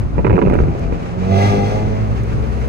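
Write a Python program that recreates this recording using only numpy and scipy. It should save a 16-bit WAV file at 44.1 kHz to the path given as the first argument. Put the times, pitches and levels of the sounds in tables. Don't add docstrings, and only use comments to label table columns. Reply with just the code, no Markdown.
import sys
import numpy as np
from scipy import signal
from scipy.fft import rfft, irfft, next_fast_len
from scipy.io import wavfile
from scipy.ndimage import uniform_filter1d, minimum_filter1d

SR = 44100
rng = np.random.default_rng(int(sys.argv[2]) if len(sys.argv) > 2 else 0)


def unload_audio(sound):
    columns = np.transpose(np.atleast_2d(sound))
    steps = np.round(np.clip(columns, -1, 1) * 32767)
    wavfile.write(sys.argv[1], SR, steps.astype(np.int16))


def ratio(d):
    e = np.asarray(d, float) / 20
    return 10 ** e


N = 118188
TIME = np.arange(N) / SR


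def even(x):
    return x / np.sqrt(np.mean(x ** 2) + 1e-20)


def curve(rows, col):
    rows = np.array(rows)
    return np.interp(TIME, rows[:, 0], rows[:, col])


def colour(x, points):
    f, db = np.transpose(points)
    hz = np.fft.rfftfreq(x.shape[-1], 1 / SR) + 1
    octaves_outside = np.maximum(np.log2(f[0] / hz), 0) + np.maximum(np.log2(hz / f[-1]), 0)
    shape_db = np.interp(np.log(hz), np.log(f + 1), db) - 30 * octaves_outside
    return irfft(rfft(x) * ratio(shape_db), x.shape[-1])


def drift(rate_hz):
    t = np.arange(0, N + 64, 64) / SR
    wander = 0
    for f in np.geomspace(rate_hz / 10, rate_hz, 20):
        wander = wander + np.sin(2 * np.pi * (f * t + rng.random())) / np.sqrt(f)
    return np.interp(TIME, t, even(wander))


def ring(x, hz, width):
    turn = np.exp(2j * np.pi * np.cumsum(hz * np.ones(len(x))) / SR)
    r = np.exp(-np.pi * width / SR)
    return 2 * (turn * signal.lfilter([1 - r], [1, -r], x / turn)).real


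def add(mix, s, sound):
    part = mix[..., round(s * SR):][..., :sound.shape[-1]]
    part += sound[..., :part.shape[-1]]


def tail(x, t60):
    t = np.arange(SR // 2) / SR
    build_up = np.minimum(t / 0.00056, 1)
    taps = rng.standard_normal((2, len(t))) * ratio(-60 * t / t60) * build_up
    taps = taps / np.linalg.norm(taps, axis=1)[:, None]
    return signal.fftconvolve(x, taps, axes=1)[:, :N]


def road():
    # start in seconds, road roughness in dB.
    surface = [
        (0.0, -18),
        (0.01, -17),
        (0.54, -11),
        (0.61, -8.5),
        (0.81, -18),
        (0.87, -32),
        (1.1, -49),
        (2.57, -33.5),
        (2.68, -40),
    ]
    # frequency in Hz, density in dB per Hz.
    body_spectrum = [(12, -26), (25, -4), (64, -3), (91, -1.5), (129, -4), (401, -21), (439, -24),
                     (1500, -37), (1950, -71), (3300, -120)]
    # frequency in Hz, density in dB per Hz.
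    tyre_spectrum = [(700, -1), (1150, 0), (1720, -4.5), (2430, -6), (3500, -17), (6600, -21.5),
                     (10000, -36.5), (12000, -35), (14200, -47.5)]
    rumble_db, bump_db, hiss_db = -25, 3, -37.5
    rise_db, rise_s = -6.5, 1
    alike = .3

    rough = curve(surface, 1)
    rumble_level_db = rumble_db + 0.32 * (rough - rough.mean()) + bump_db * drift(16)
    rumble = even(colour(rng.standard_normal((2, N)), body_spectrum)) * ratio(rumble_level_db)
    patchy = rng.standard_normal((2, N)) * ratio(1.5 * drift(40.16))
    hiss_level_db = hiss_db + rise_db * np.maximum(1 - TIME / rise_s, 0)
    a, b = rumble + even(colour(patchy, tyre_spectrum)) * ratio(hiss_level_db)
    return np.array([a, alike * a + np.sqrt(1 - alike ** 2) * b])


def ticks():
    # start in seconds, strength in dB.
    rattles = [
        (0.034, -57),
        (0.4977, -46),
        (0.5386, -42),
        (0.7936, -47),
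        (2.235, -45),
        (2.6714, -60),
    ]
    level_db, t60 = -6, 0.023
    trim_spectrum = [(3000, -13), (6500, 16), (10000, 4), (13000, 10)]  # Hz, dB
    t, out = np.arange(2048) / SR, np.zeros(N)
    for s, db in rattles:
        noise = colour(rng.standard_normal(len(t)), trim_spectrum)
        add(out, s, ratio(db + level_db - 60 * t / t60) * noise)
    return out


def jolts():
    # start in seconds, strength in dB, pitch in Hz, length in seconds.
    thuds = [
        (0.178, -10, 55.4, 0.036),
        (0.301, -10.5, 60.4, 0.07),
        (0.579, -7.5, 61.6, 0.073),
        (0.84, -16.5, 50, 0.065),
        (0.893, -12, 53, 0.056),
    ]
    out = np.zeros(N)
    for s, db, hz, length in thuds:
        t = np.arange(0, length, 1 / SR)
        swell = np.sqrt(abs(np.sin(np.pi * t / length)))
        add(out, s, ratio(db) * swell * np.sin(2 * np.pi * hz * t))
    return out


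def hum():
    # time in seconds, hum frequency in Hz, level in dB.
    own_engine = [
        (0, 54, -26),
        (.3, 60, -28),
        (.62, 62, -25),
        (.75, 53, -30),
        (1.2, 44, -36),
        (1.6, 48, -31),
        (1.97, 56.5, -27),
        (2.15, 60, -22),
        (2.29, 61.5, -21),
        (2.68, 63, -20),
    ]
    overtones_db, roughness = [0, -6, -25], 0.093
    pan_db_per_s = 1.5

    hz = curve(own_engine, 1)
    turns = np.cumsum(hz) / SR
    lines = 0
    for k, db in enumerate(overtones_db, 1):
        rough = roughness * even(ring(rng.standard_normal(N), k * hz, 40))
        line = np.cos(2 * np.pi * k * turns) + rough
        lines = lines + ratio(db + 0.5 * drift(24)) * np.sqrt(2) * line
    pan_db = pan_db_per_s * np.maximum(TIME - 1, 0)
    return ratio(curve(own_engine, 2) + np.array([pan_db, -pan_db]) / 2) * lines


def exhaust():
    # time in seconds, throttle in dB, pipe boom in dB, second order in dB, pipe bark in dB.
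    ahead = [(.6, -43.5, -40, -32.5, -29), (.95, -44.5, -52.5, -33, -32), (1.09, -47, -37.5, -34.5, -35.5),
             (1.16, -39.5, -29.5, -25, -36.5), (1.26, -36, -26.5, -24, -26.5),
             (1.33, -28.5, -12.5, -13.5, -18.5), (1.43, -25, -13.5, -19.5, -16),
             (1.48, -25.5, -9.5, -21, -21), (1.53, -27.5, -14.5, -17.5, -16), (1.6, -31, -18.5, -18, -20),
             (1.66, -29, -15, -30, -23), (1.73, -30, -21, -30.5, -20.5), (1.8, -33.5, -20.5, -30, -24),
             (1.9, -35.5, -25, -26.5, -28.5), (2.05, -41, -22.5, -26.5, -27),
             (2.17, -40.5, -26.5, -35, -44), (2.4, -44, -32.5, -32, -32), (2.68, -37, -32, -34, -39)]
    # time in seconds, firing rate in Hz.
    revs = [
        (.6, 77.96),
        (.95, 85.47),
        (1.2, 91.5),
        (1.34, 97.3),
        (1.45, 101),
        (1.62, 100.4),
        (1.8, 106.3),
        (2.05, 108.4),
        (2.4, 109.5),
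        (2.68, 110),
    ]
    # frequency in Hz, weight in dB.
    pipe = [(290, -20), (400, -11), (500, -14.5), (590, -19), (680, -10.5), (755, -19), (805, -11.5),
            (890, -20.5)]
    # frequency in Hz, density in dB per Hz.
    rasp_spectrum = [(530, 3.5), (900, 14), (998, -41), (1170, 8.5), (1830, -14), (2080, -0.5),
                     (2970, -8.5), (6200, -14.5), (14000, -56)]
    # frequency in Hz, width in Hz, level in dB.
    rasp_rings = [(1657, 25, -6), (2028, 53, 0), (2470, 90, -17), (2710, 90, -10), (3270, 66, -11.5),
                  (4110, 20, -26), (5760, 90, -13.5)]
    # frequency in Hz, density in dB per Hz.
    roar_spectrum = [(35, -36), (60, -63), (113, 3), (222, -9.5), (260, -11), (417, -9.5), (1500, -28),
                     (1950, -78), (3300, -120)]
    full_db, fade_in_s = -29.5, 0.58
    note_db, bark_db, pipe_fall_db_per_hz = 1.5, 5, 0.1
    order_drift_db, uneven_db, uneven_drift_db = 2, -28, 3
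    gate_depth, rings_db = 0.07, -7.5
    rasp_db, rasp_slope = -31, 1.62
    roar_db, roar_slope = -22, 0.29

    throttle = curve(ahead, 1) - full_db
    fade_in = np.clip((TIME - ahead[0][0]) / fade_in_s + 1, 0, 1)
    firing_hz = curve(revs, 1)
    turns = np.cumsum(firing_hz * (1 + 0.0085 * drift(30.19))) / SR

    bark = curve(ahead, 4) + bark_db
    pipe_hz, weight_db = np.transpose(pipe)
    orders_hz = np.arange(3, 11)[:, None] * firing_hz
    above_hz = np.maximum(orders_hz - pipe_hz[-1], 0)
    pipe_db = np.interp(orders_hz, pipe_hz, weight_db) - pipe_fall_db_per_hz * above_hz
    levels_db = [curve(ahead, 2) + note_db, curve(ahead, 3) + note_db, *(bark + pipe_db)]
    note = 0
    for k, db in enumerate(levels_db, 1):
        level = ratio(db + order_drift_db * (k > 2) * drift(7.91))
        note = note + level * np.cos(2 * np.pi * k * turns + 0.422 * k * k)

    uneven = 0
    for k in range(1, 9):
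        half_order = np.cos(2 * np.pi * (k - .5) * turns)
        uneven = uneven + half_order * ratio(uneven_drift_db * drift(7.3))
    note = note + ratio(uneven_db + bark) * uneven

    gate = 1 + gate_depth * np.cos(2 * np.pi * turns)
    hiss = gate * rng.standard_normal(N)
    rings = sum(ratio(db) * even(ring(hiss, hz, width)) for hz, width, db in rasp_rings)
    rasp = even(colour(hiss, rasp_spectrum)) + ratio(rings_db) * even(rings)
    roar = even(colour(gate * rng.standard_normal(N), roar_spectrum))
    flow = ratio(rasp_db + rasp_slope * throttle) * rasp + ratio(roar_db + roar_slope * throttle) * roar
    return fade_in * (np.sqrt(2) * note + flow)


def snap_and_body(t, noise):
    # frequency in Hz, density in dB per Hz.
    crack_spectrum = [(120, -4), (250, 2.5), (450, 0), (800, -7), (1300, -18.5), (1800, -31), (2500, -17),
                      (3300, -50)]
    rise_s, snap_t60, body_t60, body_db, body_top_hz = .001, 0.024, 0.051, -2.5, 745
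    snap = even(colour(noise, crack_spectrum))
    body = signal.lfilter(*signal.butter(2, body_top_hz, fs=SR), snap)
    decaying = snap * ratio(-60 * t / snap_t60) + body * ratio(body_db - 60 * t / body_t60)
    return np.minimum(t / rise_s, 1) * decaying


def pressure_edge(t, noise):
    low_hz, high_hz, fuzz, t60 = 410, 1086, 0.26, 0.015
    edge = (t == 0) + fuzz * noise * ratio(-60 * t / t60)
    edge = signal.lfilter(*signal.butter(1, low_hz, 'high', fs=SR), edge)
    edge = signal.lfilter(*signal.bessel(6, high_hz, norm='mag', fs=SR), edge)
    return 2 * edge / abs(edge).max()


def thump(t, chance):
    pitch_hz, sag, t60 = 144.2, 0.2, 0.063
    hz = pitch_hz * np.exp(0.4 * np.tanh(chance)) * (1 - sag * np.minimum(t / t60, 1))
    return np.sin(2 * np.pi * np.cumsum(hz) / SR) * ratio(-60 * t / t60)


def boom(t):
    level_db, start_hz, end_hz, length_s = -12.5, 161, 70.7, 0.16
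    u = np.minimum(t / length_s, 1)
    hz = start_hz * (end_hz / start_hz) ** u
    return ratio(level_db) * np.sin(np.pi * u) * np.sin(2 * np.pi * np.cumsum(hz) / SR)


def pops():
    # start in seconds, strength in dB, bass in dB, edge in dB.
    backfires = [(.181, -11.5, -10.5, -8), (0.189, -12, -1.5, -2), (.246, -7.5, -8, 1.5),
                 (.25, -11.5, -6, 4.5), (.255, -14, 2, -4.5), (.267, -16, -8, 9.5), (.278, -19, -4.5, 6.5),
                 (0.297, -10, 1, 2), (.305, -11.5, -1.5, 3), (.314, -13.5, -2, -6), (.328, -13, 3, -3),
                 (.338, -13.5, 0.5, -8.5), (.345, -13.5, 8.5, -6.5), (.356, -15, -3, -3),
                 (.366, -12.5, -6.5, 0), (.379, -5.5, -8.5, 8.5), (.39, -10.5, -4, 0), (.416, -9, -14, 0.5),
                 (.423, -11.5, -6, 3.5), (.436, -14, 3.5, -9), (.451, -13.5, 6.5, -12),
                 (.461, -13.5, 7.5, -4), (.471, -13.5, 3.5, 2), (0.481, -16, -3.5, 2.5),
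                 (.499, -17, -2, 6.5), (.511, -19, 0, -2), (.523, -16.5, 4, -2.5), (.532, -14.5, -5.5, 1),
                 (0.537, -15, -2, 1.5), (0.543, -15, -3.5, -5), (.553, -15, 1, 3.5), (.562, -17, 4.5, -2.5),
                 (.588, -15.5, -4.5, 4), (.602, -20.5, 1, 8.5), (.608, -21.5, 3, -9),
                 (.636, -20, -1.5, 1.5), (.655, -21, 0, -4.5), (.683, -19, 1.5, -8), (.715, -22, -1, -8),
                 (.75, -20, -9, -9), (.924, -14, -4.5, -3.5), (1.023, -27.5, -1, -4)]
    crack_level_db, edge_level_db, thump_level_db, boom_s = -2, -6, 1, 0.23
    pan_start_db, pan_db_per_s = -10.5, 10
    street_db, street_t60, street_top_hz = -9, .4, 450

    t, out = np.arange(8192) / SR, np.zeros((2, N))
    for s, db, bass_db, edge_db in backfires:
        noise = rng.standard_normal(len(t))
        crack = snap_and_body(t, noise) + ratio(edge_level_db + edge_db) * pressure_edge(t, noise)
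        pan_db = min(pan_start_db + pan_db_per_s * (s - backfires[0][0]), 0)
        panned = ratio(crack_level_db) * crack * ratio([[pan_db / 2], [-pan_db / 2]])
        add(out, s, ratio(db) * (panned + ratio(thump_level_db + bass_db) * thump(t, noise[0])))
    add(out, boom_s, boom(t))
    dull = signal.lfilter(*signal.butter(2, street_top_hz, fs=SR), out)
    return out + ratio(street_db) * tail(dull, street_t60)


def two_ports(mix):
    # frequency in Hz, left-right difference in dB.
    lean_table = [(30, -1), (110, 0.5), (200, 1.5), (370, 0), (670, -0.5), (1230, -1.5), (2250, 2),
                  (4110, -1.5), (7510, -4.5), (13700, 8.5)]
    lag_s, lead_in = 20.5 / 44100, 2048
    size = next_fast_len(N + SR // 10)
    hz = np.fft.rfftfreq(size, 1 / SR)
    lean_hz, lean_db = np.transpose(lean_table)
    lean = ratio(np.interp(np.log(hz + 1), np.log(lean_hz), lean_db) / 2)
    response = np.array([lean * np.exp(-2j * np.pi * hz * lag_s), 1 / lean])
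    padded = np.pad(mix, ((0, 0), (lead_in, 0)), 'reflect')
    return irfft(rfft(padded, size) * response, size)[:, lead_in:lead_in + N]


def scene():
    cabin_db, cabin_t60 = -5, .04
    direct, echo_t60 = .82, .3
    bangs = pops() + jolts() + hum()
    engine_ahead = np.tile(exhaust(), (2, 1))
    mix = bangs + ratio(cabin_db) * tail(bangs, cabin_t60) + road() + ticks()
    mix = mix + direct * engine_ahead + np.sqrt(1 - direct ** 2) * tail(engine_ahead, echo_t60)
    return two_ports(mix)


def low_pass(x):
    return signal.sosfilt(signal.butter(12, 14340, fs=SR, output="sos"), x)


def record(dry):
    mono_hz, edge_hz, ceiling = 10500, 14340, .9
    mirrored = np.hstack([dry, dry[:, ::-1]])
    hz = np.fft.rfftfreq(2 * N, 1 / SR)
    left, right = rfft(mirrored) * (hz < edge_hz) * np.minimum(hz / 18, 1) ** 2
    merge = np.clip((hz - mono_hz) / 800 + .5, 0, .45)
    x = irfft(np.array([left + merge * (right - left), right]), 2 * N)[:, :N]
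    room = np.minimum(ceiling / (abs(x).max(0) + 1e-9), 1)
    gain = uniform_filter1d(minimum_filter1d(room, size=301), size=201)
    return low_pass(x * gain)


dry = scene()
out = record(dry)
unload_audio(out)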